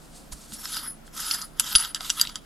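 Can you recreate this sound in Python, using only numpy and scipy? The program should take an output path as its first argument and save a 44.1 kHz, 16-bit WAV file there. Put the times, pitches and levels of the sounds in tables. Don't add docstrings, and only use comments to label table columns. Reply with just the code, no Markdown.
import sys
import numpy as np
from scipy import signal
from scipy.fft import rfft, irfft
from scipy.io import wavfile

SR = 44100
rng = np.random.default_rng(int(sys.argv[2]) if len(sys.argv) > 2 else 0)


def generate_wav(signal):
    frames = np.transpose(np.atleast_2d(signal))
    scaled = np.clip(frames, -1, 1) * 32767
    pcm = np.round(scaled).astype(np.int16)
    wavfile.write(sys.argv[1], SR, pcm)


def linear_from_db(decibels):
    return 10 ** (np.asarray(decibels, float) / 20)


N = 108089


def rms_one(x):
    return x / np.sqrt(np.mean(x ** 2) + 1e-20)


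def in_time(rows):
    seconds, *columns = np.transpose(rows)
    return [np.interp(np.arange(N) / SR, seconds, column) for column in columns]


def at_hz(points, hz):
    table_hz, values = np.transpose(points)
    return np.interp(np.log(hz), np.log(table_hz), values)


def drift(rate_hz):
    r = np.exp(-2 * np.pi * rate_hz / SR)
    noise = rng.standard_normal(N + SR)
    settled = signal.lfilter([1], [1, -2 * r, r * r], noise)[SR:]
    return rms_one(settled)


def coloured(spectrum, white):
    hz = np.maximum(np.fft.rfftfreq(N, 1 / SR), 1)
    return irfft(rfft(white) * spectrum(hz), N)


def lean(db):
    return linear_from_db([[db / 2], [-db / 2]])


# time in seconds, pitch in Hz.
MODE_GLIDE = [(0, 5600), (.62, 5450), (.7, 5050), (.8, 4790), (.92, 5130), (1.15, 5070), (1.33, 4890),
              (1.46, 4950), (1.76, 4846), (2.1, 4840), (2.22, 4770), (2.45, 4880)]


def ring(force, hz, t60):
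    r = linear_from_db(-60 / (t60 * SR))
    if hz is None:
        turn = np.exp(2j * np.pi * np.cumsum(in_time(MODE_GLIDE)[0]) / SR)
        envelope = signal.lfilter([1], [1, -r], force / turn + 1e-18)
        return np.imag(turn * envelope)
    w = 2 * np.pi * hz / SR
    return signal.lfilter([0, np.sin(w)], [1, -2 * r * np.cos(w), r * r], force + 1e-18)


def group(force, modes):
    out = 0
    for k, (hz, db, t60) in enumerate(modes):
        out = out + (-1) ** k * linear_from_db(db) * ring(force, hz, t60)
    return out


# frequency in Hz, relative density in dB.
ROOM_COLOUR = [(20, -40), (40, -51), (55, -56.5), (90, -17), (130, -8), (200, -6.5), (320, -9.5),
               (450, -15.5), (668, -13), (959, -18), (1400, -19), (2000, -26.5), (2840, -26), (4820, -31),
               (9000, -35), (12100, -33), (15500, -37)]
# frequency in Hz, left-right likeness from 0 to 1.
ROOM_LIKENESS = [(30, 0.41), (60, 0.2), (150, 0.3), (300, 0.044), (700, 0.1), (2000, 0.1), (8000, .1),
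                 (16000, .05)]
# frequency in Hz, left minus right in dB.
ROOM_LEAN = [(30, -8.5), (60, 6), (150, -1), (300, 1), (16000, 0.5)]
ROOM_DB = -51.5


def room():
    white = rng.standard_normal((2, N))

    def shape(hz):
        broad = linear_from_db(at_hz(ROOM_COLOUR, hz))
        return linear_from_db(ROOM_DB) * broad / np.sqrt(np.mean(broad ** 2))

    def alike(hz):
        return np.clip(at_hz(ROOM_LIKENESS, hz), 0, 1)

    def balance(hz):
        return linear_from_db(at_hz(ROOM_LEAN, hz) * np.array([[.5], [-.5]]))

    mid = coloured(lambda hz: shape(hz) * np.sqrt((1 + alike(hz)) / 2), white[0])
    side = coloured(lambda hz: shape(hz) * np.sqrt((1 - alike(hz)) / 2), white[1])
    return coloured(balance, np.array([mid + side, mid - side]))


# centre pitch in Hz, rms in dB before waver and lean, spread of the pitch waver in Hz.
HUM_TONES = [(28.6, -56.5, 2.04), (55.3, -61, 2.7), (152.4, -60.5, 4.8), (222.2, -61.5, 8.34),
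             (292.3, -65.5, 3.88)]
HUM_WAVER_DB = 2.5


def hum():
    out = 0
    for hz, db, waver_hz in HUM_TONES:
        phase = 2 * np.pi * np.cumsum(hz + waver_hz * drift(6.15)) / SR
        level = np.sqrt(2) * linear_from_db(db + HUM_WAVER_DB * drift(6.8))
        out = out + level * np.sin(phase) * lean(at_hz(ROOM_LEAN, hz))
    return out


# time in seconds, rms in dB.
LOW_RUB_LEVEL = [(0, -75), (.08, -71), (.14, -60), (.25, -61), (.35, -70), (.5, -80), (2.45, -90)]
LOW_RUB_HZ, LOW_RUB_T60_S = 650, 0.0081


def low_rub():
    noise = ring(rng.standard_normal(N), LOW_RUB_HZ, LOW_RUB_T60_S)
    return rms_one(noise) * linear_from_db(in_time(LOW_RUB_LEVEL)[0])


# start in seconds, level in dB before the lean, pitch in Hz, t60 in seconds.
THUMP_HITS = [(0.325, -32.5, 51.4, 0.11), (0.528, -36.5, 206, 0.06), (1.752, -24, 40, 0.091),
              (1.754, -34.5, 187, 0.045), (1.753, -28.5, 523, 0.0083), (2.009, -38, 760, 0.031),
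              (.323, -42, 1000, 0.044)]


def thumps():
    out = 0
    for start_s, db, hz, t60 in THUMP_HITS:
        force = np.zeros(N)
        force[int(start_s * SR)] = linear_from_db(db)
        out = out + ring(force, hz, t60)
    return out


# time in seconds, level in dB before flutter, width and lean.
SKIN_LEVEL = [(0, -59.5), (.05, -56), (.1, -60), (.16, -49), (.25, -59.5), (.31, -65), (.325, -34.5),
              (.345, -52.5), (.38, -53.5), (.43, -48), (.47, -54), (.5, -48.5), (.54, -39.5), (.58, -49.5),
              (.72, -42), (.9, -62), (1.04, -69), (1.07, -52), (1.11, -85), (1.14, -55), (1.17, -42.5),
              (1.26, -41.5), (1.45, -53.5), (1.58, -74), (1.7, -37.5), (1.9, -72), (2.05, -41), (2.2, -45),
              (2.45, -81)]
# frequency in Hz, relative density in dB.
SKIN_SPECTRUM = [(880, -55), (1500, -24), (1920, -19.5), (4850, -6), (5500, -10), (7520, -6), (9700, -7.5),
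                 (10500, -10), (15500, -29)]
SKIN_SIDE_DB = -19.5
SKIN_FLUTTER_DB, SKIN_FLUTTER_HZ = 1.12, 30


def skin():
    white = rng.standard_normal((2, N))
    mid, side = coloured(lambda hz: linear_from_db(at_hz(SKIN_SPECTRUM, hz)), white)
    noise = rms_one(mid) + linear_from_db(SKIN_SIDE_DB) * rms_one(side) * [[1], [-1]]
    return noise * linear_from_db(in_time(SKIN_LEVEL)[0] + SKIN_FLUTTER_DB * drift(SKIN_FLUTTER_HZ))


# pitch in Hz (None is the gliding mode), relative level in dB, t60 in seconds.
BODY_MODES = [
    [(1000, -2.5, 0.012), (1301, -0.5, 0.024), (1547, 1, 0.014), (2008, -1.5, 0.0088)],
    [(2890, -1, 0.0087), (3280, 2.5, 0.008), (3795, 1, .008), (4320, -4, 0.009)],
    [(4290, -4.5, 0.019), (None, 0.89, 0.021), (5490, -7, 0.009)],
    [(5877, -1.5, 0.0076), (6370, -3, 0.0085), (6890, -3, 0.013), (7696, -4.5, 0.015), (8480, -7, 0.0067),
     (9500, -11, 0.0066)],
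    [(10800, -5, 0.0034), (11260, -2.5, 0.0084), (11930, 2, 0.0074), (12100, -1, 0.004),
     (12730, -5.5, 0.0035)],
]
# pitch in Hz, relative level in dB, t60 in seconds.
FREE_RING = [(10305, 0, .115), (10261, -4, .085)]
# time in seconds, base level in dB,
# free ring against it in dB, 1.3k group against it in dB.
SCRAPE_LEVEL = [(0, -71, -8.5, -3), (.47, -69, -20, 2), (.6, -58.5, 10, 3), (.66, -47, -10, -4),
                (.72, -37, 0, -10.5), (.79, -39, -10.5, -5), (.87, -47, 9.5, 0.5), (.92, -58, 6, -2.5),
                (.95, -81, -2, 13), (1.12, -67.5, -2, 1.5), (1.14, -51.5, 5, -3.5), (1.2, -40, -11, -0.5),
                (1.27, -39.5, -2, -7.5), (1.34, -36.5, 1.5, -1), (1.38, -45.5, 5.5, -0.5),
                (1.44, -47, 0, 0.5), (1.49, -84, 15, 7), (1.58, -56.5, -4, -1), (1.62, -43, -7.5, -5.5),
                (1.72, -38.5, -9.5, -1.5), (1.75, -43, 14.5, -3.5), (1.78, -33, 4.5, -9.5),
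                (1.85, -38, -2, -2), (1.9, -51, 8, -4.5), (1.94, -59, -20, 1), (1.96, -35, -26, -9),
                (1.99, -57, -12, 3), (2.02, -41, -14, -7.5), (2.07, -39, -9.5, -6), (2.14, -48.5, -6, -3.5),
                (2.19, -33, -1, -8), (2.23, -35, -8, -4.5), (2.265, -45, -21, -10), (2.3, -48, -4, -6),
                (2.345, -59, -4, 3), (2.37, -51.5, -16, -2), (2.41, -66, -8, -12), (2.45, -67, -4, 4)]
# time in seconds,
# then the 3k, 4.9k, 7k and 12k groups against the base level in dB.
GRIP_SHARES = [(0, -21, -5, -14, -4), (.6, -2, 4.5, 2, 7.5), (.72, -5.5, -5.5, -8.5, -4),
               (.78, -5, -0.5, -9.5, -6), (.86, -3.5, -1.5, -11, -0.5), (.92, -18, -4, -5, 1),
               (1.15, -6, -3, -1, -3), (1.27, -3, -0.5, -3, -0.5), (1.35, -3.5, -1.5, -2, -3.5),
               (1.46, -10, 4, -23, -1), (1.62, 0, -5, 1, -6.5), (1.72, -1, 0, -10.5, 0.5),
               (1.8, -5, -4.5, -8, -12), (1.85, 0, -0.5, -6.5, -3.5), (1.95, -4, -6, -12, -15),
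               (2.08, -3, -10, -11, -6), (2.18, -4, -10, -10, -4), (2.25, -4, -6, -12, -12),
               (2.45, 0.5, 1, -2, -14)]
GRAINS_PER_S, GRAIN_SPREAD_DB = 5000, 1.5
JUDDER_DB, JUDDER_HZ = 1.8, 70
MODE_WANDER_DB, MODE_WANDER_HZ = 1.8, 22


def scrape():
    level_db, ring_db, low_db = in_time(SCRAPE_LEVEL)
    grains = (rng.random(N) < GRAINS_PER_S / SR) * rng.choice([-1, 1], N)
    grain_db = GRAIN_SPREAD_DB * np.minimum(rng.exponential(1, N), 4)
    grains = rms_one(grains * linear_from_db(grain_db))
    push = linear_from_db(level_db + JUDDER_DB * drift(JUDDER_HZ))
    shares_db = (low_db, *in_time(GRIP_SHARES), ring_db)
    out = 0
    for modes, share_db in zip(BODY_MODES + [FREE_RING], shares_db):
        scale = np.std(group(grains, modes))
        for m, mode in enumerate(modes):
            strength = linear_from_db(share_db + MODE_WANDER_DB * drift(MODE_WANDER_HZ))
            out = out + (-1) ** m * group(grains * push * strength, [mode]) / scale
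    return out


# start in seconds, then the blow in dB on the 1.3k, 3k, 4.9k, 7k
CATCHES = [(0.321, -59, -57, -62, -35, -49, -50), (0.328, -46, -61, -53, -54, -46, -58),
           (0.332, -45.5, -57, -55, -42, -45, -51), (0.521, -45.5, -35, -58, -48, -54, -62),
           (0.535, -55, -60, -50, -34.5, -35, -36.5), (.655, -31.5, -36, -30, -33, -54, -54),
           (.735, -43, -46, -30.5, -35, -45, -50), (.746, -52, -53, -47, -32, -46, -51),
           (.768, -33, -28, -25.5, -29, -36, -37), (1.078, -43.5, -52, -56, -60, -76, -68),
           (1.202, -41, -46, -32, -31, -24, -32), (1.3112, -33, -20.5, -16.5, -26, -27, -28),
           (1.338, -49, -40, -23, -40, -40, -47), (1.3443, -40, -42, -26, -24.5, -35.5, -40),
           (1.416, -48, -48, -33.5, -31, -35, -40), (1.422, -55, -54, -34.5, -40, -40, -52),
           (1.5967, -29.5, -15.5, -15.5, -13.5, -13.5, -37), (1.599, -36, -31, -20, -18, -20, -33),
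           (1.604, -36, -28, -44, -49, -38, -55), (1.752, -22, -3.5, -27, -14.5, -18.5, -8.5),
           (1.7576, -25.5, -16, -13, -17.5, -17.5, -45), (1.7823, -43, -44, -27, -29, -24, -60),
           (1.7994, -33, -39, -26, -29, -33, -60), (1.825, -46, -26, -32, -39, -44, -56),
           (1.848, -41, -31, -29.5, -31, -50, -43), (1.9465, -33.5, -22.5, -26, -21, -29.5, -40),
           (2.007, -34.5, -32, -35.5, -35, -40, -47), (2.046, -50, -41, -38, -40, -48, -58),
           (2.096, -33, -31, -31, -23.5, -49, -39), (2.101, -27.5, -17, -17.5, -15.5, -29, -44),
           (2.197, -34.5, -20.5, -28.5, -34, -28, -36), (2.207, -41, -36, -26, -29, -42, -47),
           (2.2129, -30.5, -21.5, -8, -11, -14, -40), (2.251, -37, -32, -39, -51, -55, -55),
           (2.272, -52, -23, -25.5, -31, -58, -59), (2.292, -48, -46, -40, -40, -50, -49),
           (2.296, -42.5, -38.5, -36, -43, -50, -57), (2.3564, -35.5, -24.5, -25.5, -28, -42, -50)]
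# pitch in Hz, relative level in dB, t60 in seconds.
DAMPED_RING = (10320, 0.81, 0.023)
RATTLE_DECAY_S, RATTLE_DB = .0016, -3.5
CLICK_SPREAD_DB = 3


def clicks():
    rows = np.array(CATCHES)
    at = (rows[:, 0] * SR).astype(int)
    r = np.exp(-1 / (RATTLE_DECAY_S * SR))
    rattle = linear_from_db(RATTLE_DB) * rng.standard_normal(N)
    chance_db = CLICK_SPREAD_DB * rng.standard_normal((len(rows), 32))
    out = 0
    for k, modes in enumerate(BODY_MODES[:-1] + [BODY_MODES[-1] + [DAMPED_RING]]):
        for m, (hz, db, t60) in enumerate(modes):
            blow = np.zeros(N)
            blow[at] = linear_from_db(rows[:, 1 + k] + db + chance_db[:, 6 * k + m])
            rattle_level = signal.lfilter([np.sqrt(1 - r * r)], [1, -r], blow)
            force = blow + rattle_level * rattle
            out = out + (-1) ** m * ring(force, hz, t60)
    clean_blow = np.zeros(N)
    clean_blow[at] = linear_from_db(rows[:, -1])
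    return out + group(clean_blow, FREE_RING)


ECHO_DB, ECHO_T60_S = -6, .055
ECHO_BRIGHTNESS = 0.44


def echoes(x):
    t = np.arange(int(.15 * SR)) / SR
    decay = linear_from_db(-60 * t / ECHO_T60_S) * (t > .0015)
    tail = rng.standard_normal((2, len(t))) * decay
    tail = signal.lfilter([1, -np.clip(ECHO_BRIGHTNESS, 0, 1)], [1], tail)
    tail = tail / np.sqrt(np.sum(tail ** 2, axis=1, keepdims=True))
    return linear_from_db(ECHO_DB) * signal.fftconvolve(x[None], tail, axes=1)[:, :N]


LENS_LOW_HZ, LENS_CUT_HZ = 740, 13340
LENS_LEAN_DB, THUMP_LEAN_DB = -1, -9


def scene():
    lowpass = signal.butter(6, LENS_CUT_HZ, fs=SR, output="sos")
    highpass = signal.butter(4, LENS_LOW_HZ, "high", fs=SR, output="sos")
    lens = signal.sosfilt(lowpass, clicks() + scrape())
    lens = signal.sosfilt(highpass, lens)
    near = (lens + skin()) * lean(LENS_LEAN_DB) + echoes(lens)
    low = thumps() * lean(THUMP_LEAN_DB) + low_rub()
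    return near + low + room() + hum()


def top_cut(x):
    return signal.sosfilt(signal.butter(12, 15670, fs=SR, output="sos"), x)


CLIP_TOP = 1.7


def record(dry):
    bent = CLIP_TOP * np.tanh(dry / CLIP_TOP)
    mix = np.clip(bent, -1, 1)
    return top_cut(mix)


dry = scene()
out = record(dry)
generate_wav(out)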